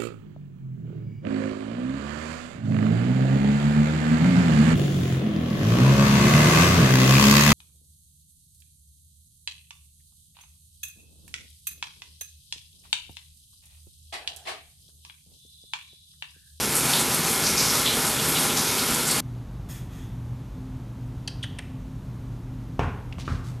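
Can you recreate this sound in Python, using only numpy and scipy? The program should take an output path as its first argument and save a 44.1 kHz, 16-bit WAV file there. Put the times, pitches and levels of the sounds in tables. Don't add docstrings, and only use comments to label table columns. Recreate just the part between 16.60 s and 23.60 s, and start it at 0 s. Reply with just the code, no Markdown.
import sys
import numpy as np
from scipy import signal
from scipy.fft import rfft, irfft
from scipy.io import wavfile
from scipy.ndimage import uniform_filter1d

SR = 44100
rng = np.random.default_rng(int(sys.argv[2]) if len(sys.argv) > 2 else 0)


def master_out(mix):
    frames = np.transpose(np.atleast_2d(mix))
    ceiling = np.clip(frames, -1, 1)
    pcm = np.round(ceiling * 32767).astype(np.int16)
    wavfile.write(sys.argv[1], SR, pcm)


N = 308700
T = np.arange(N) / SR
HZ = np.maximum(np.fft.rfftfreq(N, 1 / SR), 1)

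# (frequency [Hz], relative level [dB])
SPRAY_SPECTRUM = [(350, -30.5), (600, -1.5), (719, -2.5), (787, 2.5), (1060, 1), (1430, 0.5), (1650, -5),
                  (2130, -5), (2720, -5.5), (5270, -2.5), (6650, -4.5), (11700, -2), (13200, -8)]
# (time [s], relative level [dB])
WATER_FLOW = [(0.0, -24), (1.08, -24), (1.5, -23.5), (1.96, -23.5), (2.45, -26.5)]
# (frequency [Hz], relative level [dB])
DRUM_SPECTRUM = [(28, -23), (55, -8.5), (108, -10), (132, 2.5), (170, -1), (186, -8), (245, 0), (320, -7),
                 (420, -4), (520, -9.5), (700, -16)]
# (time [s], length [s], centre [Hz], level [dB])
JET_SPLASHES = [(0.151, 0.006, 9000, -16.5), (0.153, 0.045, 9400, -22.5), (0.332, 0.009, 3880, -19.5),
                (0.338, 0.042, 3600, -26), (0.388, 0.029, 8200, -23), (0.541, 0.011, 10500, -22),
                (0.68, 0.064, 10400, -25.5), (0.826, 0.081, 5600, -22.5), (0.958, 0.085, 5430, -22.5),
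                (1.052, 0.12, 5700, -30), (1.238, 0.062, 3500, -22.5), (1.296, 0.056, 3330, -35),
                (1.458, 0.044, 8050, -27.5), (1.58, 0.038, 3150, -27.5), (1.66, 0.058, 12400, -26.5),
                (1.741, 0.048, 3500, -26), (1.78, 0.043, 9900, -26.5), (1.888, 0.024, 3140, -25),
                (1.954, 0.052, 5570, -23.5), (2.042, 0.07, 4300, -28.5), (2.17, 0.06, 4700, -32),
                (2.338, 0.017, 8300, -22), (2.446, 0.077, 7600, -26.5), (2.483, 0.041, 4700, -23),
                (2.507, 0.0098, 8000, -22.5)]
# (frequency [Hz], bandwidth [Hz], rms level [dB])
STALL_RESONANCES = [(203, 8, -47), (259, 6, -44), (361, 4, -49), (400, 5, -48), (830, 90, -47),
                    (990, 25, -50), (1346, 16, -48), (1384, 20, -47), (1458, 22, -48), (1739, 12, -52),
                    (2138, 9, -45.5), (2177, 14, -48.5), (3641, 18, -50)]
# (time [s], clatter level [dB], clatter cutoff [Hz], contact ring [Hz],
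# ring level [dB], buzz decay [s], thump gain [dB], thump delay [s])
FLOOR_BLOWS = [(6.193, -19, 2940, 980, -30.5, 0.042, -30, 0.0027),
               (6.233, -35, 2600, 1030, -39, 0.059, -32.5, .011),
               (6.583, -36, 5000, 400, -44, 0.011, -54, 0.0033),
               (6.678, -29.5, 1190, 1140, -29, 0.068, -28, 0.0137)]
# (frequency [Hz], relative level [dB], time to fall 60 dB [s])
BOARD_MODES = [(49.4, 3, 0.48), (82.3, 8, 0.28), (118.8, 5, 0.43), (149, 5.5, 0.16), (232, -6, 0.2),
               (438, -24.5, 0.27)]
# (frequency [Hz], relative level [dB])
CLATTER_SPECTRUM = [(60, 1), (185, 10.5), (320, 1.5), (450, 1.5), (580, -1.5), (700, 0.5), (920, 2.5),
                    (1250, -4), (1480, -5), (1750, -9.5), (2100, -8.5), (2600, -8), (3400, -14),
                    (4300, -23), (6300, -15), (13000, -18)]
# (time [s], length [s], mouth resonance [Hz], mouth level [dB], teeth level [dB],
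# snap level [dB], hollow behind the tongue [Hz], hollow level [dB], release delay [s])
TONGUE_CLICKS = [(4.675, 0.0078, 4520, -26.5, -31.5, -37, 3070, -31, .001),
                 (4.826, 0.02, 3120, -32, -43, -43.5, 1860, -38, 0.011),
                 (4.986, 0.0064, 2750, -31, -41, -38, 2070, -34.5, 0.0022)]
# (frequency [Hz], resonator bandwidth [Hz], level [dB])
THROAT_RESONANCES = [(650, 370, -44), (1790, 430, -41.5)]
# (time [s], length [s], centre [Hz], bandwidth [Hz], level [dB])
FLOOR_SCUFFS = [(6.523, 0.007, 2730, 1050, -40.5), (6.582, 0.046, 3260, 2900, -44),
                (6.646, 0.021, 3180, 2200, -49), (6.657, 0.11, 3730, 2600, -49),
                (6.823, 0.1, 4400, 5000, -52.5)]
# (time [s], length [s], weave level [dB], folds level [dB])
TOY_SWISHES = [(3.082, 0.052, -44, -49), (3.13, 0.069, -53, -52), (3.277, 0.17, -59.5, -54)]
# (frequency [Hz], relative level [dB])
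WEAVE_SPECTRUM = [(500, -25), (1200, -10), (4500, -6), (6900, 1.5), (9700, -2), (13800, 0), (16000, -20)]
FOLDS_SPECTRUM = [(500, -22), (1000, -8), (1220, 1), (1550, -5), (1900, 2), (2200, -6), (2550, 0),
                  (2950, -5), (3450, 2), (4000, -8), (4800, -12), (6500, -5), (8500, -18), (14000, -22)]
# (frequency [Hz], relative level [dB])
AIR_SPECTRUM = [(20, -23), (42, -4.5), (80, -2), (120, 0), (170, -4.5), (250, -13.5), (350, -21),
                (500, -33.5), (900, -27.5), (1300, -34), (2000, -47.5), (3700, -43.5), (4900, -51),
                (6400, -45.5), (7700, -51), (14000, -50)]
# (frequency [Hz], bandwidth [Hz], rms level [dB])
DUCT_RESONANCES = [(46.4, 7.7, -43.5), (119.97, 2.1, -38.5), (258.4, 2.55, -48)]

SWITCH_S = 2.607
ROOM_T60_S, ROOM_TREBLE_T60_S = 0.65, 0.4
FLOW_DEPTH = 0.62
JET_WIDTH_HZ, JET_BROADENING = 1150, 1.16
MOUTH_SAG = 0.06


def undb(db):
    return 10 ** (np.asarray(db) / 20)


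def level(x, db):
    return x * undb(db) / np.sqrt(np.mean(x ** 2))


def colour(x, points):
    hz, db = np.transpose(points)
    gain = undb(np.interp(np.log(HZ), np.log(hz), db))
    cepstrum = irfft(np.log(gain), N)
    cepstrum[1:N // 2] *= 2
    cepstrum[N // 2 + 1:] = 0
    return irfft(rfft(x) * np.exp(rfft(cepstrum)), N)


def ring(x, hz, width):
    hz = min(hz, SR / 2 - 2000)
    return signal.lfilter(*signal.iirpeak(hz, hz / width, fs=SR), x + 1e-18)


def band(x, hz, width, db):
    return level(ring(ring(x, hz, width), hz, width), db)


def rolloff(x, hz, side, order=2):
    return signal.sosfilt(signal.butter(order, hz, side, fs=SR, output="sos"), x)


def steep_lowpass(x, hz):
    return signal.sosfilt(signal.ellip(12, .1, 80, hz, fs=SR, output="sos"), x)


def wander(per_s):
    hold = int(SR / per_s)
    steps = np.repeat(rng.standard_normal(N // hold + 1), hold)
    return uniform_filter1d(steps, hold)[:N]


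def impacts(per_s, spread_db):
    hits = (rng.random(N) < per_s / SR) * rng.choice([-1, 1], N)
    return hits * undb(spread_db * np.minimum(rng.standard_normal(N), 2))


def reverb(x, wet_db, t60=ROOM_T60_S, treble_t60=ROOM_TREBLE_T60_S):
    t = T[:SR]
    low, high = (rolloff(rng.standard_normal(SR), 3000, side) for side in ("low", "high"))
    tail = (low * undb(-60 * t / t60) + high * undb(-60 * t / treble_t60)) * (t > .004)
    reflections = signal.fftconvolve(x, tail / np.linalg.norm(tail))[:N]
    wet = undb(wet_db)
    return (x + wet * reflections) / np.hypot(1, wet)


def swell(start, length):
    age = np.clip((T - start) / (length / 2), 0, 20)
    return age ** 2 * np.exp(2 * (1 - age))


def bursts(grains, table):
    return sum(band(grains, hz, 1.63 * width, db) * swell(start, length)
               for start, length, hz, width, db in table)


def resonances(table, wander_db):
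    force = rng.standard_normal(N)
    return sum(level(ring(force, hz, width) * undb(wander_db * wander(6)), db) for hz, width, db in table)


def shower():
    water = fine_spray() + spatter() + heavy_drops() + jets()
    return steep_lowpass(water + resonances(STALL_RESONANCES, wander_db=2.5), hz=13250)


def fine_spray():
    times, flow_db = np.transpose(WATER_FLOW)
    swell_db = FLOW_DEPTH * np.interp(T, times, flow_db - flow_db.mean())
    droplets = impacts(per_s=7000, spread_db=3.5) * undb(swell_db + 1.96 * wander(21.4))
    hiss = reverb(droplets, wet_db=-5.5, t60=0.69, treble_t60=0.36)
    return level(colour(hiss, SPRAY_SPECTRUM), db=-27.5)


def spatter():
    streams = 0
    for hz in np.linspace(2400, 12400, 11):
        stream = ring(impacts(per_s=2500, spread_db=4), hz, width=.12 * hz)
        streams += level(stream, 0) * undb(4.3 * wander(22))
    return level(reverb(streams, wet_db=-5, t60=.45, treble_t60=.35), db=-31.5)


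def heavy_drops():
    drumming = reverb(impacts(per_s=900, spread_db=3.5), wet_db=-6, t60=0.92, treble_t60=0.16)
    return level(colour(drumming, DRUM_SPECTRUM), db=-27)


def jets():
    droplets = impacts(per_s=7000, spread_db=5) * undb(2 * wander(140))
    splashes = [(start, length, hz, JET_WIDTH_HZ * (hz / 4000) ** JET_BROADENING, db)
                for start, length, hz, db in JET_SPLASHES]
    return reverb(bursts(droplets, splashes), wet_db=-4.5, t60=0.41, treble_t60=0.5)


def floor_blows():
    cracks, thumps = 0, 0
    noise = rng.standard_normal(N)
    clatter = colour(noise, CLATTER_SPECTRUM)
    for start, db, cutoff_hz, ring_hz, ring_db, buzz_s, thump_db, delay in FLOOR_BLOWS:
        contact = level(rolloff(clatter, cutoff_hz, "low"), db)
        contact += band(noise, ring_hz, width=600, db=ring_db)
        buzz = undb(-5.5) * (T > start) * np.exp(-np.maximum(T - start, 0) / buzz_s)
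        cracks += contact * (swell(start, 0.0024) + buzz)
        age = np.maximum(T[:SR] - delay, 0)
        boards = sum(undb(mode_db - 60 * age / t60) * np.sin(2 * np.pi * hz * age)
                     for hz, mode_db, t60 in BOARD_MODES)
        landing = 1 - np.exp(-age / 0.0061)
        thumps += undb(thump_db) * np.pad(boards * landing, (int(start * SR), N))[:N]
    return reverb(cracks, wet_db=-5.5) + thumps


def tongue_clicks():
    tears, openings = 0, 0
    pops = impacts(per_s=19000, spread_db=-1.5)
    throat = sum(band(pops, *resonance) for resonance in THROAT_RESONANCES)
    for start, length, mouth_hz, mouth_db, teeth_db, snap_db, hollow_hz, hollow_db, delay in TONGUE_CLICKS:
        tight_mouth = band(pops, mouth_hz * (1 + MOUTH_SAG / 2), width=640, db=mouth_db)
        open_mouth = band(pops, mouth_hz * (1 - MOUTH_SAG / 2), width=640, db=mouth_db - 4.5)
        tears += tight_mouth * swell(start, 0.62 * length)
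        tears += open_mouth * swell(start + 0.5 * length, 0.76 * length)
        gaps = band(pops, hz=5750, width=2200, db=teeth_db) + band(pops, hz=8700, width=1500, db=snap_db)
        openings += gaps * swell(start, 0.86 * length)
        hollow = throat + band(pops, hollow_hz, width=850, db=hollow_db)
        openings += hollow * swell(start + delay, 0.009)
    return reverb(tears, wet_db=-8) + reverb(openings, wet_db=-12.5)


def scuffs():
    slips = impacts(per_s=2900, spread_db=4.5)
    return reverb(bursts(slips, FLOOR_SCUFFS), wet_db=-10)


def toy_swishes():
    echo_s, echo_db = 0.000594, -8
    weave = colour(impacts(per_s=13000, spread_db=3.5), WEAVE_SPECTRUM)
    weave += undb(echo_db) * np.interp(T - echo_s, T, weave)
    folds = colour(impacts(per_s=5000, spread_db=4.5), FOLDS_SPECTRUM)
    cloth = sum((level(weave, weave_db) + level(folds, folds_db)) * swell(start, length)
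                for start, length, weave_db, folds_db in TOY_SWISHES)
    return reverb(cloth, wet_db=-3.5)


def ventilation():
    air = colour(rng.standard_normal(N), AIR_SPECTRUM) * undb(.5 * wander(5))
    return level(air, db=-38) + resonances(DUCT_RESONANCES, wander_db=-0.1)


def scene():
    in_stall = np.clip((SWITCH_S - T) / .005, 0, 1)
    stall = shower()
    room = ventilation() + toy_swishes() + tongue_clicks() + floor_blows() + scuffs()
    mono = in_stall * stall + (1 - in_stall) * room
    return np.array([mono, mono])


def record(dry):
    return steep_lowpass(rolloff(dry, hz=33, side="high", order=4), hz=14100)


dry = scene()
out = record(dry)
master_out(out)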